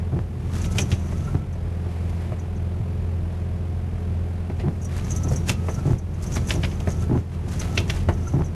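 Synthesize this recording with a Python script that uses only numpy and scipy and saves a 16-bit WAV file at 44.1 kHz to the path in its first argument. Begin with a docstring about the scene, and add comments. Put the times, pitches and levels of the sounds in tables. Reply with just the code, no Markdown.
"""Cat chasing the windscreen wipers

Inside a car idling in light rain, one microphone close to the dashboard, over the engine's boom.
The wiper blades shudder as they set off, swish over wet glass, knock at the top and chirp at the bottom.
A cat slaps the glass, lands on the hollow dash, rustles and jingles its collar bell."""
import sys
import numpy as np
from scipy import signal
from scipy.fft import rfft, irfft, next_fast_len
from scipy.io import wavfile
from scipy.ndimage import uniform_filter1d, map_coordinates

SR = 44100
rng = np.random.default_rng(int(sys.argv[2]) if len(sys.argv) > 2 else 0)


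def to_wav(sig):
    """Store sig (one row per channel, or 1-D mono) as 16-bit WAV at the path in sys.argv[1].

    Samples outside -1..1 are clipped; the rate is SR.
    """
    pcm = np.clip(np.atleast_2d(sig), -1, 1) * 32767
    pcm = np.round(pcm).astype(np.int16)
    wavfile.write(sys.argv[1], SR, pcm.T)  # frames by channels


N = 377034

# echo of the cabin: (frequency [Hz], t60 [s])
CABIN_DECAY = [(100, 0.59), (1000, 0.13), (4000, 0.23), (12000, 0.046)]
# idle speed: (time [s], firing rate [Hz])
IDLE_SPEED = [(0, 21.37), (.78, 21.35), (.85, 21.06), (2.24, 21.08), (2.45, 21.35), (6.57, 21.35),
              (6.69, 21.05), (8.55, 21.03)]
# engine orders in the cabin: (multiple of the firing rate [ratio], level [dB])
ENGINE_ORDERS = [(1, -56), (2, -41), (3, -47), (4, -28), (5, -43), (6, -39.5), (7, -51), (8, -42.5),
                 (9, -44.5), (10, -48), (11, -58.5), (12, -60), (17, -51.5), (20, -52), (25, -57),
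                 (30, -60.5), (34, -59)]
# rush of air around the microphone: (frequency [Hz], level [dB])
RUSH_SPECTRUM = [(20, -40), (33, -6.5), (49, 9), (60, -2.5), (72, -0.5), (98, 3.5), (118, 0), (150, -0.5),
                 (195, -5.5), (260, -12), (360, -10), (500, -16), (750, -19.5), (1300, -26.5),
                 (2400, -30.5), (4000, -39), (8000, -45.5), (12000, -46)]

# wiper sweeps: (blades break free [s], shudder before that [s], shudder [dB], closing tick [dB],
# motor load [dB], dip in level afterwards [dB])
WIPER_SWEEPS = [(.191, .07, -25, -18, -2, 5), (4.684, .048, -22, -20, 0, 3),
                (5.933, .08, -21.5, -20, -2, 6), (7.176, .081, -20.5, -20, -3, 7),
                (8.421, .085, -22, -18, -5.5, 3)]
# the blades rest after the first sweep:
# (time [s], shudder before that [s], shudder [dB], closing tick [dB], dip in level afterwards [dB])
WIPER_PARK = (1.353, .008, -25, -19, 3)
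# the motor over one sweep: (time after breaking free [s], pitch [Hz], level [dB])
MOTOR_WHINE = [(.05, 1050, -68), (.28, 1160, -53), (.44, 1270, -54), (.5, 1314, -46.5), (.58, 1320, -47),
               (.66, 1320, -58), (.76, 1170, -62), (.9, 1250, -54), (1.02, 1318, -50), (1.14, 1316, -52),
               (1.27, 1335, -54)]
# rubbing over one sweep, loudest high on the glass: (time after breaking free [s], level [dB])
RUB_LEVELS = [(-.1, -68), (.04, -54), (.2, -56.5), (.42, -47.5), (.65, -43), (.85, -52.5), (1.12, -48),
              (1.28, -62)]
# rubber on wet glass: (frequency [Hz], level [dB])
WET_GLASS_SPECTRUM = [(150, -2), (400, 24), (900, 19), (1600, 8.5), (2800, 7), (4200, 3), (6500, 5),
                      (8500, -1), (12000, -1)]
# hard slips of the blades: (time [s], peak [dB], ring of the glass against that [dB])
BLADE_JOLTS = [(0.138, -17, -22), (0.162, -19.5, -14), (1.345, -18, -20), (4.641, -21, -18),
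               (4.679, -16, -19), (5.251, -18.5, -26), (5.275, -19, -21), (5.853, -18, -13),
               (5.894, -16, -17), (5.908, -26, -7), (7.095, -22, -16), (7.109, -18, -22),
               (7.152, -14.5, -10), (8.336, -16, -10.5), (8.389, -19, -11), (8.405, -21.5, -2)]
# the blades turn at the top: (knock time [s], shudder's head start [s], shudder length [s],
# shudder [dB], thud [dB], knock against thud [dB])
TOP_TURNS = [(0.799, .01, 0.057, -28.5, -22.5, -1), (5.314, 0.063, 0.099, -28, -16.5, -4),
             (6.553, 0.012, .065, -27.5, -19, -9), (7.801, 0.016, .06, -32.5, -17.5, -6)]
# the rubber lips flip at the bottom: (time [s], squeak [dB])
LIP_FLIPS = [(1.272, -38.5), (5.773, -38), (7.021, -40), (8.262, -41)]

# the windscreen's resonances: (frequency [Hz], width [Hz], level [dB])
SCREEN_MODES = [(112, 32, -1), (145, 48, 0), (196, 32, -6), (268, 45, -10.5), (372, 50, -11),
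                (430, 40, -16), (700, 120, -22.5), (880, 180, -26), (1900, 700, -38)]
# the glass's short upper modes: (frequency [Hz], level [dB], t60 [s])
GLASS_MODES = [(420, -1, .06), (600, 0, .05), (790, -2, .045), (970, -5, .045), (1300, -14, .04),
               (1900, -18, .02)]
# the hollow dash's modes: (frequency [Hz], level [dB], t60 [s])
DASH_MODES = [(106.6, 7, 0.086), (178.4, 4, 0.086), (236, -1, 0.036), (345, -5.5, 0.084), (516, -9, 0.017),
              (660, -0.5, 0.029), (1020, -22, 0.013)]

# the cat shuffles along the dash: (middle [s], length [s], level [dB])
CAT_SHUFFLES = [(1.996, 0.46, -48), (2.227, 0.17, -48.5), (2.38, 0.22, -57)]
# its coat dragging: (frequency [Hz], level [dB])
COAT_SPECTRUM = [(300, 8), (900, 3.5), (1400, -4), (2050, 0.5), (2900, -8), (4000, -11), (8000, -16.5),
                 (12000, -18)]
# it rears or twists against dash and glass: (middle [s], length [s], level [dB], brightness [dB])
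CAT_RUSTLES = [(0.583, 0.13, -41.5, -6.5), (0.72, 0.016, -55, 16.5), (1.088, 0.32, -55.5, -2.5),
               (2.099, 0.017, -47, -5), (4.962, 0.096, -40, -14), (5.111, 0.16, -45.5, -11),
               (5.329, 0.047, -53.5, 11), (5.713, 0.19, -51.5, 1), (5.893, 0.065, -45, -3),
               (6.235, 0.022, -53.5, 13.5), (6.35, 0.19, -46, -2.5), (6.371, 0.025, -34, -25),
               (6.912, 0.17, -52.5, -0.5), (7.028, 0.038, -53, 2.5), (7.336, 0.041, -42.5, -17),
               (7.508, 0.099, -52.5, 0), (7.612, 0.15, -39.5, -10), (7.974, 0.11, -38.5, -21)]
# fur brushing: (frequency [Hz], level [dB])
FUR_SPECTRUM = [(300, 21.5), (900, 16.5), (1700, 17.5), (2800, 14), (4200, 10), (6500, 5.5), (12000, 0)]
# claws sliding: (frequency [Hz], level [dB])
CLAW_SPECTRUM = [(2500, -17), (5000, 1), (6500, 5.5), (8500, -2), (12000, -4)]
# a claw catches: (time [s], peak [dB])
CLAW_CATCHES = [(.563, -32), (.582, -30), (.651, -30), (4.965, -30), (4.977, -28), (5.066, -30),
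                (5.152, -33), (5.333, -30), (5.528, -31), (6.24, -32), (7.598, -27), (7.612, -28),
                (7.645, -30), (7.947, -31), (7.962, -28), (7.988, -30)]
# one scratch: (frequency [Hz], level [dB])
SCRATCH_SPECTRUM = [(600, 0), (1800, 3), (3200, -9), (5000, -1), (7500, -4), (12000, -9)]
# the collar bell's shell: (frequency [Hz], level [dB], t60 before extra damping [s])
BELL_MODES = [(5715, -7, 0.11), (5850, -10, 0.025), (6090, -2, 0.04), (6195, 1.5, 0.055), (6350, -5, 0.03),
              (6650, -5, 0.04), (7050, -10, 0.025), (7650, -11, 0.03), (8990, -20, .04),
              (10100, -17, 0.035), (11100, -18, .03)]
# hard shakes of the bell: (time [s], level [dB], rattle length [s])
BELL_SHAKES = [(0.524, -53, .02), (0.614, -32, 0.083), (0.802, -23, 0.014), (1.056, -45, 0.042),
               (1.17, -46, .012), (1.242, -46, 0.016), (1.526, -47, 0.0064), (2.39, -46, 0.0087),
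               (2.56, -50, 0.01), (4.815, -38.5, 0.016), (4.845, -34.5, 0.0098), (5.045, -40, 0.0071),
               (5.085, -42, .015), (5.105, -26.5, 0.022), (5.16, -28, 0.016), (5.233, -32.5, 0.01),
               (5.282, -34.5, 0.017), (5.359, -28.5, 0.006), (5.693, -37, 0.018), (5.71, -35, 0.037),
               (5.982, -37, 0.0073), (6.14, -47, 0.014), (6.263, -37, 0.013), (6.32, -34, .012),
               (6.338, -27, 0.02), (6.47, -33, .025), (6.551, -34, 0.013), (6.886, -34, 0.034),
               (6.993, -44, 0.016), (7.593, -28.5, 0.01), (8.125, -44.5, 0.011), (8.271, -39, 0.012),
               (8.444, -39, 0.022)]
# paws land on the dash: (time [s], level [dB], knock against thud [dB])
PAW_STEPS = [(.751, -20, -8), (0.926, -8.5, -20.5), (1.121, -24, -3), (1.553, -25, -7), (1.861, -20.5, -13),
             (2.32, -17, -10.5), (2.801, -9.5, -62), (4.499, -16.5, -11), (5.684, -17.5, -0.5),
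             (6.368, -15.5, -6), (6.873, -12.5, -5), (7.475, -17, -16.5), (8.087, -9, -3)]
# paws slap the glass: (time [s], level [dB], claw hiss against pad [dB], contact [s], t60 [s],
# pitch of the smack [ratio], thud [dB], slide [dB])
PAW_SLAPS = [(0.646, -31.5, -18, 0.0031, 0.06, 1.16, -28, -45),
             (.784, -17.5, -5, 0.00896, 0.06, 1.07, -14.5, -37.5),
             (0.917, -24.5, -14, 0.011, 0.07, 1.12, -33, -44),
             (4.598, -33.5, -30, 0.0031, 0.17, 0.88, -25, -56),
             (5.4945, -13, -5.5, 0.0065, 0.02, 1.05, -14, -34),
             (6.507, -15, -30, 0.0039, 0.032, 1, -19.5, -34.5),
             (6.634, -20, -32, 0.018, 0.035, 0.95, -20, -46), (6.715, -35, -20, 0.0031, 0.075, 1, -35, -63),
             (6.803, -35, -1.5, 0.0024, 0.044, 1.1, -22.5, -59),
             (7.7766, -11, -26, 0.0054, .045, 1.09, -17, -40),
             (7.899, -16.5, -24, .004, 0.04, 1.07, -25, -41.5)]
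# a paw pad on glass: (frequency [Hz], level [dB])
PAD_SPECTRUM = [(150, -19), (400, -1), (900, -11.5), (1700, -4.5), (2400, 2.5), (3100, 0), (3900, -9.5),
                (5500, -9), (7500, -44), (12000, -43)]

SCUFF_DB = -3.5  # a paw's scuff setting follows its knock by this offset


def amp(db):
    """Decibels to gain."""
    return 10 ** (np.asarray(db) / 20)


def unit(x):
    """Scale to rms 1."""
    return x / np.sqrt(np.mean(x ** 2) + 1e-20)


def unit_peak(x):
    """Scale to peak 1."""
    return x / np.abs(x).max()


def clock(length):
    """Sample times over a length in seconds."""
    return np.arange(round(length * SR)) / SR


def along(points, hz):
    """(Hz, value) points read on a log axis."""
    f, v = np.transpose(points)
    return np.interp(np.log(hz + 1), np.log(f + 1), v)


def curve(rows, outside=None):
    """(s, value) rows as one value per sample."""
    return np.interp(np.arange(N) / SR, *np.transpose(rows), left=outside, right=outside)


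def wobble(rate):
    """A smooth random curve, rate knots a second."""
    return map_coordinates(rng.standard_normal(int(N * rate / SR) + 4), [np.arange(N) * rate / SR])


def hump(s, length):
    """A smooth swell of height 1 around time s."""
    return np.exp(-np.minimum((2 * (np.arange(N) / SR - s) / length) ** 2, 20))


def sparse(per_s):
    """Impulses at random times."""
    return rng.random(N) < per_s / SR


def filtered(x, response):
    """x times a response of frequency."""
    m = next_fast_len(len(x) + 8192)
    return irfft(rfft(x, m) * response(np.fft.rfftfreq(m, 1 / SR)), m)[:len(x)]


def coloured(x, spectrum):
    """x given a spectrum, at rms 1."""
    return unit(filtered(x, lambda hz: amp(along(spectrum, hz))))


def noise(n, spectrum):
    """n samples of coloured noise, at rms 1."""
    return coloured(rng.standard_normal(n), spectrum)


def grain(n, depth_db, samples):
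    """A rough random gain, smoothed over some samples."""
    return amp(depth_db * unit(uniform_filter1d(rng.standard_normal(n), size=samples)))


def fade(t, t60):
    """Exponential decay."""
    return np.exp(-np.log(1000) * t / max(t60, 1e-3))


def rise(t, attack_s):
    """Exponential onset."""
    return 1 - np.exp(-t / attack_s)


def ring(modes, t, scatter_db, detune):
    """Damped modes, struck at new strengths each time."""
    return sum(amp(db + scatter_db * rng.normal()) * fade(t, t60)
               * np.sin(2 * np.pi * hz * (1 + detune * rng.normal()) * t) for hz, db, t60 in modes)


def add(track, s, sound):
    """Mix a sound into a track at time s."""
    room = track[max(round(s * SR), 0):][:len(sound)]
    room += sound[:len(room)]


def cabin_echo(x):
    """Glass and upholstery, close around the microphone, return a short echo."""
    hz, t, bands = signal.stft(rng.standard_normal(SR // 4), SR, nperseg=256)
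    decay = np.exp(-np.log(1000) * t / along(CABIN_DECAY, hz)[:, None])
    tail = signal.istft(bands * decay, SR, nperseg=256)[1]
    return signal.fftconvolve(x, np.pad(tail / np.linalg.norm(tail), (SR // 300, 0)))[:N]


def dips(recover_s, delay_s=.016, fall_s=.048):
    """The level dips briefly after the strong shudders, in dB."""
    dip_db, t = np.zeros(N), clock(1.4)
    for s, *_, depth_db in WIPER_SWEEPS + [WIPER_PARK]:
        add(dip_db, s + delay_s, -depth_db * rise(t, fall_s) * np.exp(-(t / recover_s) ** 2))
    return dip_db


def engine():
    """Heard from inside, the idle orders boom; the rush of air throbs a little with the firing."""
    phase = 2 * np.pi * np.cumsum(curve(IDLE_SPEED) * (1 + .0033 * wobble(7))) / SR
    boom = sum(amp(db + .9 * wobble(8)) * np.sqrt(2) * np.sin(order * phase + rng.uniform(0, 2 * np.pi))
               for order, db in ENGINE_ORDERS)
    rush = amp(-33.5) * noise(N, RUSH_SPECTRUM)
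    rumble = filtered(rush, lambda hz: 1 / (1 + (hz / 220) ** 4))
    rush = (rush - rumble) * amp(.4 * wobble(9)) + rumble * amp(.8 * wobble(12))
    throb = 1 + .16 * np.sin(2 * phase)
    return boom * amp(1 + .38 * dips(recover_s=1)) + throb * rush


def motor_whine():
    """The wiper motor's whine climbs in each stroke, out and back, and is loudest at full speed."""
    out, t = np.zeros(N), clock(MOTOR_WHINE[-1][0])
    after, hz, db = np.transpose(MOTOR_WHINE)
    for s, *_, load_db, _ in WIPER_SWEEPS:
        pitch = np.interp(t, after, hz) + (4 * wobble(12) + 15 * wobble(200))[:len(t)]
        level = amp(load_db + np.interp(t, after, db) + 2.8 * wobble(35)[:len(t)])
        add(out, s, level * signal.windows.tukey(len(t), .03) * np.sin(2 * np.pi * np.cumsum(pitch) / SR))
    return out


def rubbing():
    """Strength of the blades' rubbing: the same course in every sweep."""
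    return sum(amp(curve([(s + after, db) for after, db in RUB_LEVELS], outside=-120))
               for s, *_ in WIPER_SWEEPS)


def blade_swish():
    """Rubber drags a film of water over the glass, bursting tiny droplets; the linkage rumbles."""
    rub = rubbing()
    droplets = sparse(per_s=700) * rng.standard_normal(N)
    film = rng.standard_normal(N) * amp(.66 * wobble(41))
    hiss = amp(1.6 * wobble(11)) * rub * coloured(unit(film) + .5 * unit(droplets), WET_GLASS_SPECTRUM)
    linkage = noise(N, [(20, 2), (45, 14), (150, 12), (250, .5), (400, -8), (900, -40.5)])
    return hiss + amp(-5) * np.sqrt(rub) * linkage


def rubber(f, soft_hz):
    """A soft contact carries little treble."""
    return 1 / (1 + 1j * f / soft_hz) ** 2


def windscreen(f, shift):
    """The screen's response to a push, its resonances scaled in pitch by shift."""
    return sum((-1) ** k * amp(db) * 1j * f * width / ((shift * hz) ** 2 - f * f + 1j * f * width)
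               for k, (hz, width, db) in enumerate(SCREEN_MODES))


def glass_ring():
    """The glass rings briefly under a sudden soft blow; peak 1."""
    t = clock(.1)
    return unit_peak(ring(GLASS_MODES, t, scatter_db=2.5, detune=.04) * rise(t, .001))


def dash_blow(knock_db, scuff_db):
    """One blow on the hollow dash: a thud, with a knock and a scuff if it is hard."""
    t = clock(.28)
    tilt = min(knock_db + 10, 0) / 2  # dB per octave: soft blows lose the upper modes
    modes = [(hz, db + tilt * np.log2(hz / DASH_MODES[0][0]), t60) for hz, db, t60 in DASH_MODES]
    thud = amp(-5) * ring(modes, t, scatter_db=1.5, detune=.03) * rise(t, .003)
    knock = noise(len(t), [(150, -20), (400, 4), (900, -3.5), (1500, -14), (4000, -46)])
    knock *= amp(knock_db - 8) * fade(t, .1)
    scuff = noise(len(t), [(600, 1), (1300, -2), (2000, 4), (3500, -15), (11000, -24)])
    scuff *= amp(scuff_db - 11.5) * fade(t, .091)
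    return (thud + knock + scuff) * rise(t, .00031)


def shudder(length, slips_per_s=142, burst_s=.042):
    """The blades stick and slip in uneven bursts, shaking the screen, and ease off before letting go."""
    t = clock(.25)
    shift = 1 + .03 * rng.normal()
    gaps, sizes = rng.standard_normal((2, 40))
    slips = np.cumsum(np.exp(.2 * gaps) / slips_per_s)
    slips -= slips[0]
    held = slips < length
    drive = np.bincount((slips[held] * SR).astype(int), amp(2 * sizes[held]), len(t))[:len(t)]
    drive += .025 * rng.standard_normal(len(t)) * (t < length)
    grip = 1 - .6 * np.exp(np.minimum(t - length, 0) / .012)
    bursts = 1 + .2 * np.cos(2 * np.pi * (t - length + .018) / burst_s)
    shake = filtered(drive * grip * bursts, lambda f: windscreen(f, shift) * rubber(f, soft_hz=1500))
    return shake / np.std(shake[t < length + .015])


def blade_shudders():
    """Setting off or parking, the blades shudder; a short tick and a low bump end each shudder."""
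    out, t = np.zeros(N), clock(.15)
    tick = filtered(fade(clock(.05), .0016), lambda f: 1 / (1 + 1j * f / 1700) ** 2)  # dulled treble
    for s, length, db, tick_db, *_ in WIPER_SWEEPS + [WIPER_PARK]:
        add(out, s - length, amp(db) * shudder(length))
        add(out, s, amp(tick_db) * tick / tick.max())
        add(out, s, amp(db) * ring(DASH_MODES[:1], t, scatter_db=1, detune=.03))
    return out


def blade_jolts():
    """The hardest slips of a shudder are single rubbery knocks on the screen."""
    out = np.zeros(N)
    for s, db, ring_db in BLADE_JOLTS:
        shift = 1.04 + .05 * rng.normal()
        knock = filtered(fade(clock(.12), .003), lambda f: windscreen(f, shift))
        add(out, s, amp(db) * unit_peak(knock))
        add(out, s, amp(db + ring_db) * glass_ring())
    return out


def blade_turns():
    """At the top of a sweep the blades shudder and the arms knock through the dash."""
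    out = np.zeros(N)
    for s, lead, length, shudder_db, thud_db, knock_db in TOP_TURNS:
        add(out, s - lead, amp(shudder_db) * shudder(length))
        add(out, s, amp(thud_db) * dash_blow(knock_db, scuff_db=-36))
    return out


def lip_flips(squeak_hz=1347, bump_hz=125):
    """At the bottom of a sweep the rubber lip flips over with a bump and a short, raspy squeak."""
    out, t = np.zeros(N), clock(.028)
    swell = np.sin(np.pi * t / t[-1])
    bump = amp(14) * np.sin(2 * np.pi * bump_hz * t)
    rasp_spectrum = [(500, -6), (750, -3), (1000, -2), (1150, -8), (1350, 0), (1650, -12), (4000, -26)]
    for s, db in LIP_FLIPS:
        rasp = amp(-4) * noise(len(t), rasp_spectrum)
        squeak = np.sin(2 * np.pi * squeak_hz * (1 + .004 * rng.normal()) * t)
        add(out, s, amp(db) * swell * (squeak + rasp + bump))
    return out


def coat_shuffles():
    """The cat settles, its coat dragging unevenly over the dash."""
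    pressure = sum(amp(db) * hump(s, length) for s, length, db in CAT_SHUFFLES)
    return pressure * amp(1.1 * wobble(60)) * noise(N, COAT_SPECTRUM)


def fur_rustles(slide_delay_s=.0062, slide_s=.055):
    """Brushing fur and sliding paws swell in clumps of fine grain and snag; claws add a scratchy hiss."""
    slides = [(s + slide_delay_s, slide_s, db, 0) for s, *_, db in PAW_SLAPS]
    soft, bright = np.zeros((2, N))
    for s, length, db, bright_db in CAT_RUSTLES + slides:
        pressure = amp(db) * hump(s, length)
        soft += pressure
        bright += amp(bright_db) * pressure
    fur, hiss = rng.standard_normal((2, N)) * amp(2.2 * wobble(260))
    catches = sparse(per_s=440) * rng.standard_normal(N)
    claws = coloured(unit(hiss) + amp(-7) * unit(catches), CLAW_SPECTRUM)
    snags = sparse(per_s=40) * rng.uniform(.3, 1, N)
    drag = unit(1 + 1.8 * signal.fftconvolve(snags, fade(clock(.05), t60=.03))[:N])
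    flicker = amp(1.8 * wobble(45))
    return flicker * drag * (soft * coloured(fur, FUR_SPECTRUM) + bright * claws)


def claw_scratches():
    """Single claws catch and skip over glass and dash."""
    out, t = np.zeros(N), clock(.05)
    for s, db in CLAW_CATCHES:
        skips = rng.standard_normal(len(t)) * grain(len(t), depth_db=5, samples=40)
        scratch = coloured(skips, SCRATCH_SPECTRUM) * fade(t, t60=.035) * rise(t, .001)
        add(out, s, amp(db) * unit_peak(scratch))
    return out


def jingle(length, linger_t60=.8):
    """The pellet rolls in the slotted shell, each strike favouring other modes; the lowest lingers."""
    out = amp(-33) * ring([(BELL_MODES[0][0], 0, linger_t60)], clock(.5), scatter_db=3, detune=.001)
    t = clock(.2)
    roll_spectrum = [(3000, -28), (5000, -17), (5900, 0), (6800, -2), (8500, -10), (12000, -13)]
    for share in [0, *rng.random(size=3)]:
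        scrape = amp(-2.5) * fade(t, .06) * noise(len(t), roll_spectrum)
        shell = ring(BELL_MODES, t, scatter_db=7, detune=.009) * fade(t, rng.uniform(.08, .5))
        ping = (shell + scrape) * rise(t, .0014)
        add(out, share * length, amp(-1.5) * unit_peak(ping))
    return out


def collar_bell():
    """The bell jingles at each hard shake, and taps lightly at random as the cat follows the blades."""
    out, chase = np.zeros(N), rubbing()
    for s, db, length in BELL_SHAKES:
        add(out, s, amp(db) * jingle(length))
    for at in np.flatnonzero(sparse(per_s=14) & (chase > amp(-54))):
        add(out, at / SR, chase[at] * amp(.5 + 2.5 * rng.normal()) * jingle(length=.04))
    return out


def paw_steps():
    """The cat's weight lands on the dash; the harder the knock, the louder the scuff."""
    out = np.zeros(N)
    for s, db, knock_db in PAW_STEPS:
        add(out, s, amp(db) * dash_blow(knock_db, knock_db + SCUFF_DB))
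    return out


def paw_slaps(lead_s=.03, knock_db=-10.5):
    """A paw brushes the glass, smacks it and skids off on its claws; the push thuds into the dash."""
    out, t = np.zeros(N), clock(.35) - lead_s
    after, before = np.maximum(t, 0), np.minimum(t, 0)
    for s, db, claw_db, contact, t60, pitch, thud_db, _ in PAW_SLAPS:
        press = .8 * fade(np.maximum(t - contact, 0), t60)
        smack = (press + .55 * fade(after, .015)) * np.exp(before / .0009)
        brush = amp(-18) * fade(after, .2) * np.exp(before / .008)
        envelope = (smack + brush) * grain(len(t), depth_db=1.6, samples=70)
        pad = noise(len(t), [(pitch * hz, level) for hz, level in PAD_SPECTRUM])
        claws = amp(claw_db) * noise(len(t), CLAW_SPECTRUM)
        add(out, s - lead_s, amp(db - 8.5) * envelope * (pad + claws))
        add(out, s + .00394, amp(thud_db) * dash_blow(knock_db, knock_db + SCUFF_DB))
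        add(out, s + contact / 2, amp(thud_db - 10) * glass_ring())
    return out


def scene():
    """Engine, wipers and cat, all close to one microphone in the cabin."""
    blades = blade_shudders() + blade_jolts() + blade_turns() + lip_flips()
    cat = paw_slaps() + paw_steps() + fur_rustles() + claw_scratches() + collar_bell()
    echo = amp(-16) * cabin_echo(blades + cat)
    bed = engine() + coat_shuffles() + blade_swish() + motor_whine()
    return (amp(dips(recover_s=.15)) * (bed + blades + cat + echo))[None]


def record(dry):
    """The camera's microphone passes nothing above its band limit."""
    top_hz = 12150
    return np.array([filtered(channel, lambda hz: hz < top_hz) for channel in dry])


dry = scene()
out = record(dry)
to_wav(out)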